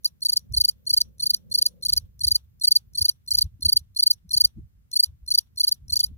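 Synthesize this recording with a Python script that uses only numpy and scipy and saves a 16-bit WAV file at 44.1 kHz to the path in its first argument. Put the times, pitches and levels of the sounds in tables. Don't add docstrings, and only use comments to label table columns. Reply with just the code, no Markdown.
import sys
import numpy as np
from scipy import signal
from scipy.fft import rfft, irfft, next_fast_len
from scipy.io import wavfile

SR = 44100
rng = np.random.default_rng(int(sys.argv[2]) if len(sys.argv) > 2 else 0)


def dump_mix(stems):
    frames = np.atleast_2d(stems).T
    limited = np.clip(frames, -1, 1)
    pcm = np.round(limited * 32767).astype(np.int16)
    wavfile.write(sys.argv[1], SR, pcm)


N = 272097
TIME = np.arange(N) / SR


def from_db(db):
    return 10 ** (np.asarray(db) / 20)


def rms_one(x):
    return x / np.sqrt(np.mean(x ** 2) + 1e-20)


def between(low, high, share):
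    return low + (high - low) * share


def along(rows, at):
    first, *columns = np.transpose(rows)
    return [np.interp(at, first, column) for column in columns]


def around(s, before, after):
    return slice(max(0, round((s - before) * SR)), round((s + after) * SR))


def burst(t, rise_s, fall_s):
    return np.exp(np.minimum(t / rise_s, -t / fall_s))


def wobble(t, step_s):
    knots = np.arange(t[0], t[-1] + step_s, step_s)
    return np.interp(t, knots, rng.standard_normal(len(t))[:len(knots)])


def band(x, low_hz, high_hz, order=2):
    sos = signal.butter(order, [low_hz, min(high_hz, .45 * SR)], "band", fs=SR, output="sos")
    return signal.sosfilt(sos, x + 1e-18)


def resonate(x, hz, width_hz):
    r = np.exp(-np.pi * width_hz / SR)
    feedback = [1, -2 * r * np.cos(2 * np.pi * hz / SR), r * r]
    return signal.lfilter(np.array([1, 0, -1]) * (1 - r * r) / 2, feedback, x + 1e-18)


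def stereo_noise(spectrum, side_db):
    size = next_fast_len(N)
    points_hz, points_db = np.transpose(spectrum)
    hz = np.maximum(np.fft.rfftfreq(size, 1 / SR), 1)
    colour = from_db(np.interp(np.log(hz), np.log(points_hz), points_db))
    mid, side = irfft(rfft(rng.standard_normal((2, size))) * colour, size)[:, :N]
    return rms_one(mid + from_db(side_db) * side * [[1], [-1]])


# frequency in Hz, relative spectral density of the background in dB.
AIR_SPECTRUM = [(30, 7), (80, 15.5), (200, 10.5), (350, -2.5), (700, -11.5), (1500, -10.5), (4000, -16.5),
                (9000, -18), (12500, -14.5), (14200, -15), (15300, -22.5), (16500, -32.5)]


def still_air():
    return from_db(-69) * stereo_noise(AIR_SPECTRUM, side_db=4.5)


# time in seconds, level of the sizzle in dB.
SIZZLE_LEVELS = [(0, -80.5), (1.5, -78.5), (2.6, -80), (4.5, -87.5), (6.17, -83.5)]


def far_insects(flicker_db=3):
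    sizzle_db, = along(SIZZLE_LEVELS, TIME)
    hiss = rms_one(band(rng.standard_normal((2, N)), 13600, 15200, order=3))
    return from_db(sizzle_db + flicker_db * wobble(TIME, .016)) * hiss


# time in seconds, rumble level in dB, relative flutter level in dB.
BREEZE_LEVELS = [(.03, -64, -64.5), (.42, -58, -58.5), (.78, -56, -59.5), (.88, -56.5, -62.5),
                 (1.05, -56, -56.5), (1.82, -61, -53.5), (2.2, -51.5, -67.5), (2.45, -53, -71.5),
                 (2.64, -63, -66.5), (2.88, -55, -63), (3.25, -57, -69.5), (3.88, -53, -75.5),
                 (4.02, -60.5, -68), (4.45, -53.5, -65), (4.8, -55, -69.5), (4.98, -72.5, -79.5),
                 (5.15, -52.5, -75), (5.68, -61, -65), (6.17, -43.5, -52.5)]
# peak time in seconds, rumble level in dB, relative flutter level in dB,
# half-length in seconds.
GUST_SWELLS = [(0.513, -37, -48, 0.029), (0.584, -41.5, -57, 0.033), (1.949, -41, -55, 0.062),
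               (2.046, -43, -73, 0.025), (2.292, -37.5, -50.5, 0.057), (3.013, -42.5, -51, 0.023),
               (3.369, -41, -77, 0.034), (3.456, -27.5, -58.5, 0.016), (3.665, -38, -42, 0.027),
               (3.758, -47.5, -53, 0.025), (4.356, -42.5, -55, 0.023), (4.446, -45, -51, 0.022),
               (4.589, -35.5, -48, 0.028), (4.645, -41.5, -66, .025), (5.088, -45, -64, .02),
               (5.849, -46, -74, 0.051), (6.109, -44.5, -52, 0.031)]
# frequency in Hz, relative spectral density in dB.
RUMBLE_SPECTRUM = [(15, -30.5), (30, -13), (45, -4), (65, 1), (100, -4.5), (140, -13), (220, -35),
                   (500, -73)]
FLUTTER_SPECTRUM = [(70, -28), (130, 2), (180, 1), (235, -5.5), (280, -22), (320, -19), (400, -18.5),
                    (700, -36), (1500, -51.5), (4000, -71)]


def wind(lump_db=3, lump_s=.046):
    rumble_power, flutter_power = from_db(along(BREEZE_LEVELS, TIME) + lump_db * wobble(TIME, lump_s)) ** 2
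    for s, rumble_db, flutter_db, half_s in GUST_SWELLS:
        near = around(s, .2, .2)
        swell = np.exp(-((TIME[near] - s) / half_s) ** 2)
        rumble_power[near] += (from_db(rumble_db) * swell) ** 2
        flutter_power[near] += (from_db(flutter_db) * swell) ** 2
    rumble = np.sqrt(rumble_power) * stereo_noise(RUMBLE_SPECTRUM, side_db=-10.5)
    flutter = np.sqrt(flutter_power) * stereo_noise(FLUTTER_SPECTRUM, side_db=4.5)
    return rumble + from_db(-1) * flutter


GENTLE_HZ, FULL_HZ = 4295, 4650.7
# first mid-stroke in seconds, number of strokes, starting period in seconds,
# its growth per stroke in seconds, opening effort from 0 to 1, then tone, snag and catch offsets in dB.
CHIRP_SCORE = [(0.0577, 1, 0.034, 0.0015, 0.99, -1, -2, 5.5),
               (0.2292, 5, 0.035, 0.00094, 0.3, -0.6, -1, -1),
               (0.5458, 5, 0.034, 0.0021, 0.25, 1, -0.9, 0.5), (0.8761, 5, 0.033, 0.0018, 0.3, 0.3, 0, 0.5),
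               (1.2053, 5, 0.032, 0.0026, 0.03, -1, 1.7, -1),
               (1.5227, 5, 0.033, 0.0022, 0.2, 0.5, 1.8, -1.6),
               (1.834, 5, 0.031, 0.0036, 0.01, -0.9, 2.4, 1.6),
               (2.2159, 5, 0.034, 0.0015, 0.2, 1, 0.8, 3.3), (2.6206, 5, 0.03, 0.0045, 0, 3.5, -4.5, 3.5),
               (2.957, 5, 0.032, 0.002, 0, -0.0, 0.2, -2.9),
               (3.2856, 5, 0.036, -0.00086, 0, 0.2, -0.56, 4.3),
               (3.6308, 5, 0.032, 0.0026, 0.06, 3.15, -2.5, -5),
               (3.9708, 5, 0.0317, 0.0029, 0.07, 2.4, -1.4, -6),
               (4.3153, 5, 0.031, 0.0024, 0, 2.5, -1, 2.3),
               (4.9378, 4, 0.032, 0.0028, 0.01, 2.8, -1.7, -2.7), (5.2862, 4, 0.033, 0.002, 0, 0.5, 0.4, 2),
               (5.5823, 5, 0.03, 0.0042, 0.06, 0.8, -1.6, -0.1),
               (5.9044, 5, 0.033, 0.0015, 0.05, -1, 0.1, 2.2)]


def strokes(warm_up_strokes=.72, short_opening_s=.003, snag_steepness=2.6):
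    rows = []
    for start, count, period, slowing, opening, tone_offset, snag_offset, catch_offset in CHIRP_SCORE:
        for k, (tone_luck, catch_luck, grip_luck) in enumerate(rng.standard_normal((count, 3))):
            s = start + k * period + slowing * k * (k - 1) / 2 - short_opening_s * (k > 0)
            effort = 1 - (1 - opening) * np.exp(-k / warm_up_strokes)
            tooth_hz = between(GENTLE_HZ, FULL_HZ, effort)
            tone_db = between(-22, -8, effort) + tone_offset + .97 * tone_luck
            snag_db = between(-46, -17.5, effort ** snag_steepness) + snag_offset
            catch_db = -24 - 1.5 * (k - 1) if k else between(-43.5, -24, effort)
            catch_db += catch_offset + 2.5 * catch_luck
            before = between(.0075, .01, effort)
            after = max(0, .0063 + .002 * (k == 1) - .001 * grip_luck ** 2)
            rows.append((s, before, after, tooth_hz, tone_db, snag_db, catch_db, k == count - 1))
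    return rows


def wing_scrape(t, before, after, tone_db, snag_db, catch_db, ends_chirp):
    parting_db, release_db, settle_db = rng.normal(0, 4.5, 3)
    parting = from_db(parting_db - 49.5) * burst(t + .022, .0011, .0025)
    catch = from_db(catch_db - 2) * burst(t + before + .0015, .00063, .0015)
    snag = from_db(snag_db + 1.5) * burst(t + .00047, .00063, .001)
    release = from_db(tone_db + release_db - 20.5) * burst(t - after + .0006, .00046, .00071)
    settle = ends_chirp * from_db(settle_db - 46) * burst(t - .021, .0073, .0043)
    return np.sqrt(parting ** 2 + catch ** 2 + snag ** 2 + release ** 2 + settle ** 2)


def wing_squeak(t, before, catch_db, fall_hz_per_s=300000):
    since_catch = t + before + .0015
    hz = rng.uniform(6900, 11000) - fall_hz_per_s * since_catch
    envelope = np.exp(-np.minimum((since_catch / .001) ** 2, 50))
    return from_db(catch_db) * envelope * np.sin(2 * np.pi * np.cumsum(hz) / SR)


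# time from mid-stroke in seconds, relative level in dB, tooth rate change at full effort in Hz.
CLOSURE_COURSE = [(-.014, -28.5, -150), (-.009, -13.5, -135), (-.0065, -8, -86.5), (-.004, -3.5, -36.5),
                  (-.0015, 0, 5.5), (.0005, -2, 9.5), (.003, -1.9, -31), (.006, -4, -115),
                  (.010, -11, -260)]
# frequency in Hz, level in dB at which an overtone radiates, relative to the fundamental.
OVERTONE_RADIATION = [(8500, -7), (9000, -6.5), (9120, -9.5), (9230, -15), (12700, -12), (13300, -21),
                      (13650, -16.5), (13830, -14)]


def wing_tone(t, before, after, tone_db, tooth_hz, jitter_hz=30, snag_jitter_hz=140, mean_braking_hz=330):
    swing_db, glide_hz = along(CLOSURE_COURSE, t)
    effort = np.clip((tooth_hz - GENTLE_HZ) / (FULL_HZ - GENTLE_HZ), 0, 1)
    unsteady_hz = jitter_hz + effort * snag_jitter_hz * burst(t, .0002, .00018)
    braking_hz = 2 * mean_braking_hz * rng.random() * np.exp(np.minimum(t - after - .001, 0) / .0012)
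    hz = tooth_hz + effort * glide_hz - braking_hz + unsteady_hz * wobble(t, .00048)
    phase = 2 * np.pi * (np.cumsum(hz) / SR + rng.random())
    grip = np.exp(np.minimum(0, np.minimum((t + before) / .0015, (after - .001 - t) / .0013)))
    uneven_teeth_db = .45 * wobble(t, .001)
    level = grip * from_db(tone_db + swing_db + uneven_teeth_db)
    wing_angle_db = rng.normal(0, 1.2, 2)
    overtones = sum(from_db(along(OVERTONE_RADIATION, k * hz)[0] + db) * np.sin(k * phase)
                    for k, db in zip((2, 3), wing_angle_db))
    return level * np.sin(phase), level * overtones, level


# resonance frequency in Hz, bandwidth in Hz, relative gain in dB.
WING_RESONANCES = [(3425, 320, -24), (4133, 190, -0.5), (5446, 390, -0.5), (5822, 240, 5.5),
                   (7160, 590, -12.5), (8200, 300, -21.5), (9854, 720, -1), (10916, 330, -8),
                   (10880, 460, -5.5), (12750, 500, -4), (13200, 410, -9), (14500, 830, -11.5)]


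def wing_rasp(contact, gain_db=9, grain_db=3.5, wander_db=1.5):
    grit = rms_one(rng.standard_normal(N) * from_db(grain_db * wobble(TIME, .0002)))
    rasp = np.zeros(N)
    for k, (hz, width_hz, db) in enumerate(WING_RESONANCES):
        coupling = (-1) ** k * from_db(db + gain_db + wander_db * wobble(TIME, .012))
        rasp += coupling * resonate(grit * contact, hz, width_hz)
    return band(rasp, 2700, 17000, order=5)


def cricket(friction_db=-31):
    tone, overtones, level, scrape, squeaks = np.zeros((5, N))
    for s, before, after, tooth_hz, tone_db, snag_db, catch_db, ends_chirp in strokes():
        near = around(s, .03, .04)
        t = TIME[near] - s
        for track, part in zip((tone, overtones, level), wing_tone(t, before, after, tone_db, tooth_hz)):
            track[near] += part
        scrape[near] += wing_scrape(t, before, after, tone_db, snag_db, catch_db, ends_chirp)
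        squeaks[near] += wing_squeak(t, before, catch_db)
    contact = scrape + wing_slips() + from_db(friction_db) * level
    membrane_ring = from_db(-18) * resonate(tone, hz=4480, width_hz=45)
    song = band(tone + overtones + squeaks + membrane_ring, 3400, 18000, order=4)
    return song, wing_rasp(contact) + wing_judders(), contact


# frequency in Hz, phase lead of the left channel over the right in radians.
LEFT_PHASE_LEAD = [(0, 1), (2000, 2.6), (2850, 2.2), (3150, 0.9), (3400, 1.1), (3550, 2.3), (4000, 2.23),
                   (4600, 3.022), (5050, 3.96), (5600, 4.38), (6000, 5.72), (6300, 5.1), (7400, 9),
                   (8000, 8.144), (11500, 12.974), (12400, 15), (14000, 16.73), (14800, 18.6)]


def phase_spread(x):
    size = next_fast_len(N + SR // 10)
    lead, = along(LEFT_PHASE_LEAD, np.fft.rfftfreq(size, 1 / SR))
    return irfft(rfft(x, size) * np.exp(.5j * lead * [[1], [-1]]), size)[:, :N]


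def scatter(x, db, t60):
    t = TIME[:SR // 3]
    echo = rng.standard_normal((2, len(t))) * np.exp(-np.log(1000) * t / t60)
    return from_db(db) * signal.fftconvolve(x[None], rms_one(echo) / np.sqrt(len(t)), axes=1)[:, :N]


def dull_rub(contact, linger_s=.018, flicker_db=4.5):
    r = np.exp(-1 / (linger_s * SR))
    power = signal.lfilter([1 - r], [1, -r], contact ** 2 + 1e-18)
    envelope = from_db(-35 + flicker_db * wobble(TIME, .017)) * np.sqrt(power)
    spectrum = [(200, -13), (500, -5), (1100, -4.5), (2200, -13), (3500, 0), (5000, -13)]
    return envelope * stereo_noise(spectrum, side_db=3)


# time in seconds, contact strength in dB.
SCRAPER_SLIPS = [(0.32, -31), (.626, -40), (1.54, -30), (1.852, -32), (2.269, -24.5), (3.026, -18.5),
                 (3.337, -24.5), (3.371, -28.5), (5.691, -22.5)]


def wing_slips():
    strength = np.zeros(N)
    for s, db in SCRAPER_SLIPS:
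        near = around(s, .01, .02)
        strength[near] += from_db(db) * burst(TIME[near] - s + .00051, rise_s=.00037, fall_s=.0017)
    return strength


# peak time in seconds, relative level in dB, frequency in Hz, half-length in seconds.
EDDY_PULSES = [(0.521, -33, 115, 0.013), (0.579, -32.5, 52.7, 0.026), (2.274, -33.5, 63.5, 0.013),
               (3.023, -28, 81, 0.013), (3.451, -38, 68, 0.0052), (3.599, -51.5, 261, 0.0054),
               (3.662, -36.5, 228, 0.0076), (3.668, -26.5, 78, 0.0091), (4.257, -46, 170, 0.011),
               (4.454, -31.5, 59.8, .012), (4.578, -38, 215, 0.0105), (4.588, -44, 314, 0.008),
               (5.094, -36.5, 60, .012), (5.236, -36, 60.2, 0.0065), (5.932, -33, 69, 0.012),
               (6.116, -47, 236, 0.0057)]


def eddies(gain_db=-1, hiss_db=-31):
    pressure, stir = np.zeros((2, N))
    for s, db, hz, half_s in EDDY_PULSES:
        near = around(s, .1, .1)
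        t = TIME[near] - s
        envelope = from_db(db + gain_db) * np.exp(-(t / half_s) ** 2)
        pressure[near] += envelope * np.sin(2 * np.pi * (hz * t + rng.random()))
        stir[near] += envelope
    return pressure + from_db(hiss_db) * stir * band(rng.standard_normal((2, N)), 100, 900, order=1)


# peak time in seconds, level of the rustle in dB.
BUFFET_PEAKS = [(.59, -63), (2.28, -61.5), (3.019, -57), (3.66, -59.5), (3.725, -62.5)]


def buffets():
    strength = sum(from_db(db) * burst(np.clip(TIME - s, -.3, .3), rise_s=.011, fall_s=.022)
                   for s, db in BUFFET_PEAKS)
    spectrum = [(150, -4.5), (300, -1), (600, -6), (1100, -13), (1600, -18.5), (3000, -32), (6000, -52)]
    return strength * stereo_noise(spectrum, side_db=-4)


# peak time in seconds, relative level of the judder in dB.
JUDDER_PEAKS = [(0.6383, -43.5), (1.015, -42.5), (1.6266, -43.5), (2.6751, -36), (3.7763, -38.5),
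                (4.0705, -38.5), (5.392, -34.5), (5.681, -47), (6.0117, -35.5)]


def wing_judders(gain_db=-7):
    strength = np.zeros(N)
    for s, db in JUDDER_PEAKS:
        near = around(s, .03, .03)
        strength[near] += from_db(db + gain_db) * burst(TIME[near] - s, rise_s=.0012, fall_s=.0044)
    return strength * rms_one(band(rng.standard_normal(N), 2850, 3700, order=3))


# time in seconds, level of the drone in dB.
DRONE_LEVELS = [(0, -91.5), (.8, -79.5), (1.05, -75.5), (1.3, -80), (1.55, -66), (1.8, -68), (2.0, -79.5),
                (2.5, -100), (6.17, -105)]
# frequency in Hz, relative spectral density in dB.
DRONE_SPECTRUM = [(100, -30.5), (250, -11.5), (380, -16.5), (490, 1.5), (580, -3.5), (750, -27.5),
                  (1500, -43.5)]


def far_drone():
    drone_db, = along(DRONE_LEVELS, TIME)
    return from_db(drone_db) * stereo_noise(DRONE_SPECTRUM, side_db=-1)


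def scene(song_db=-1.95):
    song, rasp, contact = cricket()
    song = from_db(song_db) * song
    stone = scatter(song, db=-31, t60=.047) + scatter(rasp, db=-17, t60=.008)
    grass = scatter(song, db=-59.5, t60=.16) + scatter(rasp, db=-30, t60=.16)
    breeze = wind() + eddies() + buffets()
    background = still_air() + far_drone() + far_insects()
    return phase_spread(song + rasp) + stone + grass + dull_rub(contact) + breeze + background


def record(dry, cutoff_hz=16300):
    return signal.sosfilt(signal.ellip(10, .1, 80, cutoff_hz, fs=SR, output="sos"), dry)


dry = scene()
out = record(dry)
dump_mix(out)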